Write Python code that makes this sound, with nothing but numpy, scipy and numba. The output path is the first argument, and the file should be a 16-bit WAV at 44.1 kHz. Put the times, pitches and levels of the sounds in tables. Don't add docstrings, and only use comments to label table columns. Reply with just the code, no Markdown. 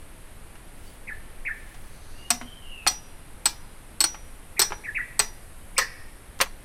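import sys
import numpy as np
from scipy import signal
from scipy.fft import rfft, irfft
from scipy.io import wavfile
from scipy.ndimage import uniform_filter1d, minimum_filter1d
from numba import njit

SR = 44100
rng = np.random.default_rng(int(sys.argv[2]) if len(sys.argv) > 2 else 0)


def pcm_store(signal):
    levels = np.round(np.clip(np.atleast_2d(signal), -1, 1) * 32767)
    wavfile.write(sys.argv[1], SR, levels.astype(np.int16).T)


N = 292824
T = np.arange(N) / SR
AGE = T[:SR]

# f/Hz, spectral level/dB
FIBRE_SPECTRUM = [(100, -51), (300, -8), (550, -5), (850, 10), (1500, 7), (2500, 6), (4000, -3),
                  (7000, -10), (16000, -34)]
# t/s, closed tube length/m, grip factor on the steel's decay time
SPLIT_PROGRESS = [(2.3, .73, 0.5), (3.456, 0.56, 0.72), (4.6, 0.46, 0.74), (5.189, 0.434, 0.49),
                  (5.78, 0.3365, 0.45), (6.4, 0.32, 0.89)]


def blows():
    # t/s, force/dB, stalk/dB, air column/dB, steel/dB, contact point/cm, hardness/(dB per octave)
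    strikes = [(2.3041, 0.5, -4.5, -21.5, -2, 2.8, -1), (2.8733, 1, -11.5, -23.5, 2.5, 27.3, -3),
               (3.4565, 0.5, -7, -25.5, -1.5, 15.32, 3.5), (4.005, -0.5, -6, -20, 3.5, 12.2, 2),
               (4.0401, -4.5, -5, -16.5, 3, 27.8, 2.5), (4.594, 4, -7, -13.5, 8, 1.4, 12),
               (4.6174, -2.5, -5, -26, 1.5, 14.93, -2), (5.1929, 1.5, -2, -22.5, 0.5, 24, 2),
               (5.7805, 3.5, -0.5, -13, 1.5, 2.05, -1), (6.412, -2, 2.5, -13, -11.5, 16.1, 23)]
    # f/Hz, spectral level/dB
    clash_spectrum = [(300, -36), (1500, -1), (3000, 8.5), (5300, 14.5), (7000, 5), (9000, 7.5),
                      (10500, -2), (12500, 5.5), (14000, -7), (15200, 1.5), (17000, -46)]
    rings, cracks = np.zeros((2, N))
    for s, force_db, stalk_db, air_db, steel_db, contact_cm, hardness_db in strikes:
        _, grip = split(s)
        clash = undb(-12) * noise(clash_spectrum, SR) * fade(0.041)
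        wood = stalk(s, air_db, tilt_db=0, t60=0.06) + undb(-14) * splinters()
        add(rings, s, undb(force_db + steel_db) * steel(contact_cm, hardness_db, grip))
        add(cracks, s, undb(force_db) * (clash + undb(stalk_db) * wood))
    return rings, cracks


def steel(contact_cm, hardness_db, grip, wavelength_cm=8, reference_hz=4400, node_db=-26):
    # f/Hz, level/dB, T60/s before the grip factor
    modes = [(4324, -20, 0.14), (4376, -9.5, 0.063), (5250, -17, 0.1), (5380, -29, 0.3), (5823, -22, 0.37),
             (5821, -38.5, 0.81), (6783, -36, 0.063), (8070, -3.5, 0.056), (8068, -20, 0.16),
             (9110, -12, 0.066), (12140, -23, 0.081), (14500, -46, 0.02)]
    hz, db, t60 = np.transpose(modes)
    motion = np.cos(2 * np.pi * contact_cm / wavelength_cm * np.sqrt(hz / reference_hz))
    coupling_db = 20 * np.log10(np.hypot(motion, undb(node_db)))
    db = db + coupling_db + hardness_db * np.log2(hz / 7000)
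    return ring(zip(hz, db, t60 * grip), detune=0.0014)


def stalk(s, air_db, tilt_db, t60, sound_m_s=343):
    # f/Hz, level/dB, T60/s
    modes = [(1100, -33, 0.015), (1352, -20.5, 0.036), (1536, -28, 0.028), (1906, -31, 0.043),
             (2350, -30, 0.027)]
    tube_m, _ = split(s)
    remaining = tube_m / SPLIT_PROGRESS[0][1]
    air_hz = sound_m_s / (2 * tube_m)
    wall_hz = 716 / remaining ** 0.499
    decay_factor = remaining ** 0.84
    crack = undb(-14.5) * noise(FIBRE_SPECTRUM, SR, tilt_db) * fade(t60)
    crack = signal.sosfilt(signal.butter(2, air_hz, "high", fs=SR, output="sos"), crack)
    hollow = ring([(air_hz, air_db, 0.09 * decay_factor)], detune=0.0024) * rise(0.0048)
    wall = ring(modes + [(wall_hz, -17.5, 0.063 * decay_factor)], detune=0.011)
    return crack + hollow + wall


def split(s):
    times, tube_m, grip = np.transpose(SPLIT_PROGRESS)
    return np.interp(s, times, tube_m), np.interp(s, times, grip)


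def splinters(count=18, spread_s=0.06):
    out = np.zeros(SR)
    snap = noise(FIBRE_SPECTRUM, SR, tilt_db=2.6)
    for delay, size in rng.random((count, 2)):
        add(out, spread_s * delay, size * np.roll(snap, int(size * SR)) * fade(0.012))
    return out * fade(0.1)


def knocks():
    # t/s, level/dB, brightness/(dB per octave), air column/dB
    bumps = [(.555, -34.5, 0, -26), (1.744, -32, 3.5, -28), (2.4133, -21, -1, -9),
             (2.8659, -1.5, -.5, -27.5), (4.1443, -22, -1, -32), (4.7056, -21.5, -2, -5.5),
             (4.721, -13, -3.5, -31), (6.39, -27, 11, -30), (6.403, -3, 0.5, -26), (6.46, -24, -6, -22)]
    out = np.zeros(N)
    for s, db, tilt_db, air_db in bumps:
        add(out, s, undb(db) * stalk(s, air_db, tilt_db, t60=0.068))
    return out


def rubbing():
    # middle t/s, duration/s, level/dB
    rubs = [(0.873, 0.29, -57), (1.76, 0.65, -60)]
    # f/Hz, spectral level/dB
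    rub_spectrum = [(1000, -8), (3000, 5), (4500, -1), (7000, -1), (12000, -4), (16000, -4)]
    rasp_spectrum = [(2500, -24), (4000, -1), (4600, 1), (5300, -8), (6200, 0), (7200, -15), (10000, -31)]
    rub = noise(rub_spectrum, N) * sum(swell(*row) for row in rubs)
    rasp = noise(rasp_spectrum, N) * swell(s=2.14, length=1, db=-60.5)
    return (rub + rasp) * undb(2 * walk(70))


def chirps(warble_hz=125.4, warble_depth=0.096, fall_s=0.046, close_s=0.031, overlap_s=0.004):
    # t/s, level/dB, pitch factor, duration factor, closing note/dB
    calls = [(1.071, -32.5, 0.97, 0.89, 0.5), (1.449, -26, 0.99, 1.1, -1.5),
             (4.565, -31.5, 0.97, 0.87, 1.5), (4.836, -33.5, .99, 0.93, 6),
             (4.946, -23.5, 1.03, 1.02, -0.5), (5.765, -24, 1.034, 0.98, 1.5)]
    fall_hz, close_hz = np.array([(1907, 2450, 1398), (1570, 1854, 1683)])
    out = np.zeros(N)
    for s, db, pitch, stretch, close_db in calls:
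        warble = warble_depth * np.sin(2 * np.pi * (warble_hz * AGE + rng.random()))
        fall = note(fall_s * stretch, *pitch * fall_hz, warble)
        close = note(close_s * stretch, *pitch * close_hz, 0.045 * walk(306))
        add(out, s, undb(db) * fall)
        add(out, s + fall_s * stretch - overlap_s, undb(db + close_db) * close)
    return undb(3) * out


def whistles():
    # t/s, duration/s, level/dB, start f/Hz, turn f/Hz, end f/Hz, relative pitch waver
    calls = [(0.857, 0.042, -54, 4580, 4600, 4540, .006), (2.123, .19, -47, 2600, 2790, 3080, 0.024),
             (2.129, .1, -56.5, 4650, 4720, 4680, .01), (2.391, 0.23, -45, 2930, 3120, 3100, 0.0244),
             (2.598, 0.27, -39, 3105, 2913, 2437, 0.0344), (5.761, 0.074, -36.5, 5480, 5420, 5370, .06)]
    out = np.zeros(N)
    for s, length, db, start_hz, turn_hz, end_hz, waver in calls:
        add(out, s, undb(db) * note(length, start_hz, turn_hz, end_hz, waver * walk(297.8)))
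    return out


def note(length, start_hz, turn_hz, end_hz, flutter, turn_at=0.26, loudest_at=0.57, edge_db=-11.5):
    progress = AGE[AGE < length] / length
    bend = np.interp(progress, [0, turn_at, 1], [1, 0, 1]) ** 1.3
    hz = turn_hz + bend * (np.where(progress < turn_at, start_hz, end_hz) - turn_hz)
    envelope = undb(np.interp(progress, [0, loudest_at, 1], [edge_db, 0, edge_db]))
    envelope *= signal.windows.tukey(len(hz), 0.1)
    return envelope * np.sin(2 * np.pi * np.cumsum(hz * (1 + flutter[:len(hz)])) / SR)


def ground(x, lag_s=0.0072, echo_db=-11):
    return x + undb(echo_db) * np.interp(T - lag_s, T, x, left=0)


def garden(x, near_db, near_t60, far_db, far_t60, share=1):
    # f/Hz, spectral level/dB
    near_spectrum = [(100, 17), (700, 2.5), (2500, -2), (5000, 1), (9000, 2.5), (16000, -1.5)]
    far_spectrum = [(100, 10.5), (2000, -4), (5000, -4), (12000, -13)]
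    near = noise(near_spectrum, SR) * fade(near_t60) * rise(0.013)
    far = noise(far_spectrum, SR) * fade(far_t60) * rise(0.016)
    response = undb(near_db) * near / np.linalg.norm(near) + undb(far_db) * far / np.linalg.norm(far)
    return x + signal.fftconvolve(x * share, response)[:N]


def background():
    # f/Hz, spectral level/dB
    air_spectrum = [(8.8, -6), (15, 5.5), (30, -5), (53, -12), (87, -13.5), (130, -19.5), (258, -23),
                    (408, -26.5), (475, -26.5), (1070, -30), (2130, -32.5), (4220, -41), (6500, -49),
                    (8450, -91), (14300, -120)]
    hiss_spectrum = [(4000, -30), (6500, -8), (7500, -5), (8400, 2.5), (10500, 4), (12000, 0.5),
                     (12700, -6), (13200, -20), (16000, -26)]
    air = noise(air_spectrum, N) * undb(-41 + 0.4 * walk(5))
    hiss = undb(-57) * noise(hiss_spectrum, N) * (1 + swell(s=5.13, length=2.6, db=-11.5))
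    return air + hiss


def ring(modes, detune):
    out = np.zeros(SR)
    for hz, db, t60 in modes:
        envelope = rng.choice([-1, 1]) * undb(db) * fade(t60)
        out += envelope * np.sin(2 * np.pi * hz * (1 + detune * rng.standard_normal()) * AGE)
    return out


def noise(spectrum, size, tilt_db=0):
    hz, db = np.transpose(spectrum)
    octave = np.log2(np.maximum(np.fft.rfftfreq(size, 1 / SR), 1))
    slope_db = tilt_db * np.clip(octave, *np.log2(hz[[0, -1]]))
    gain = undb(np.interp(octave, np.log2(hz), db) + slope_db)
    x = irfft(rfft(rng.standard_normal(size)) * gain, size)
    return x / x.std()


def walk(rate_hz):
    knots = np.arange(0, T[-1] + 1, 1 / rate_hz)
    return np.interp(T, knots, rng.standard_normal(len(knots)))


def swell(s, length, db):
    return undb(db) * np.cos(np.pi * np.clip((T - s) / length, -0.5, 0.5)) ** 2


def rise(tau_s):
    return 1 - np.exp(-AGE / tau_s)


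def fade(t60):
    return np.exp(-np.log(1000) * AGE / t60)


def undb(db):
    return 10 ** (np.asarray(db) / 20)


def add(track, s, sound):
    start = int(s * SR)
    track[start:start + len(sound)] += sound[:len(track) - start]


def scene(close_up_s=6.2):
    rings, cracks = blows()
    share = undb(-6 * (T > close_up_s))
    wood = ground(cracks + knocks())
    wood = garden(wood, near_db=-12, near_t60=0.2, far_db=-30.5, far_t60=0.97, share=share)
    bird = garden(chirps(), near_db=-3.5, near_t60=0.12, far_db=-14.5, far_t60=0.85)
    far_birds = undb(-4.5) * garden(whistles(), near_db=4, near_t60=0.18, far_db=-3.5, far_t60=1)
    return (rings + wood + rubbing() + bird + far_birds + background())[None]


@njit
def peak_envelope(x, release):
    out, peak = np.empty(len(x)), 0.
    for i in range(len(x)):
        peak = max(abs(x[i]), peak * release)
        out[i] = peak
    return out


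def record(dry, ceiling=0.48, release_s=0.0054, cutoff_hz=16200):
    peak = peak_envelope(dry[0], np.exp(-1 / (release_s * SR)))
    gain = ceiling / np.maximum(peak, ceiling)
    gain = uniform_filter1d(minimum_filter1d(gain, size=15), size=15)
    return signal.sosfilt(signal.ellip(8, 0.2, 70, cutoff_hz, fs=SR, output="sos"), dry * gain)


dry = scene()
out = record(dry)
pcm_store(out)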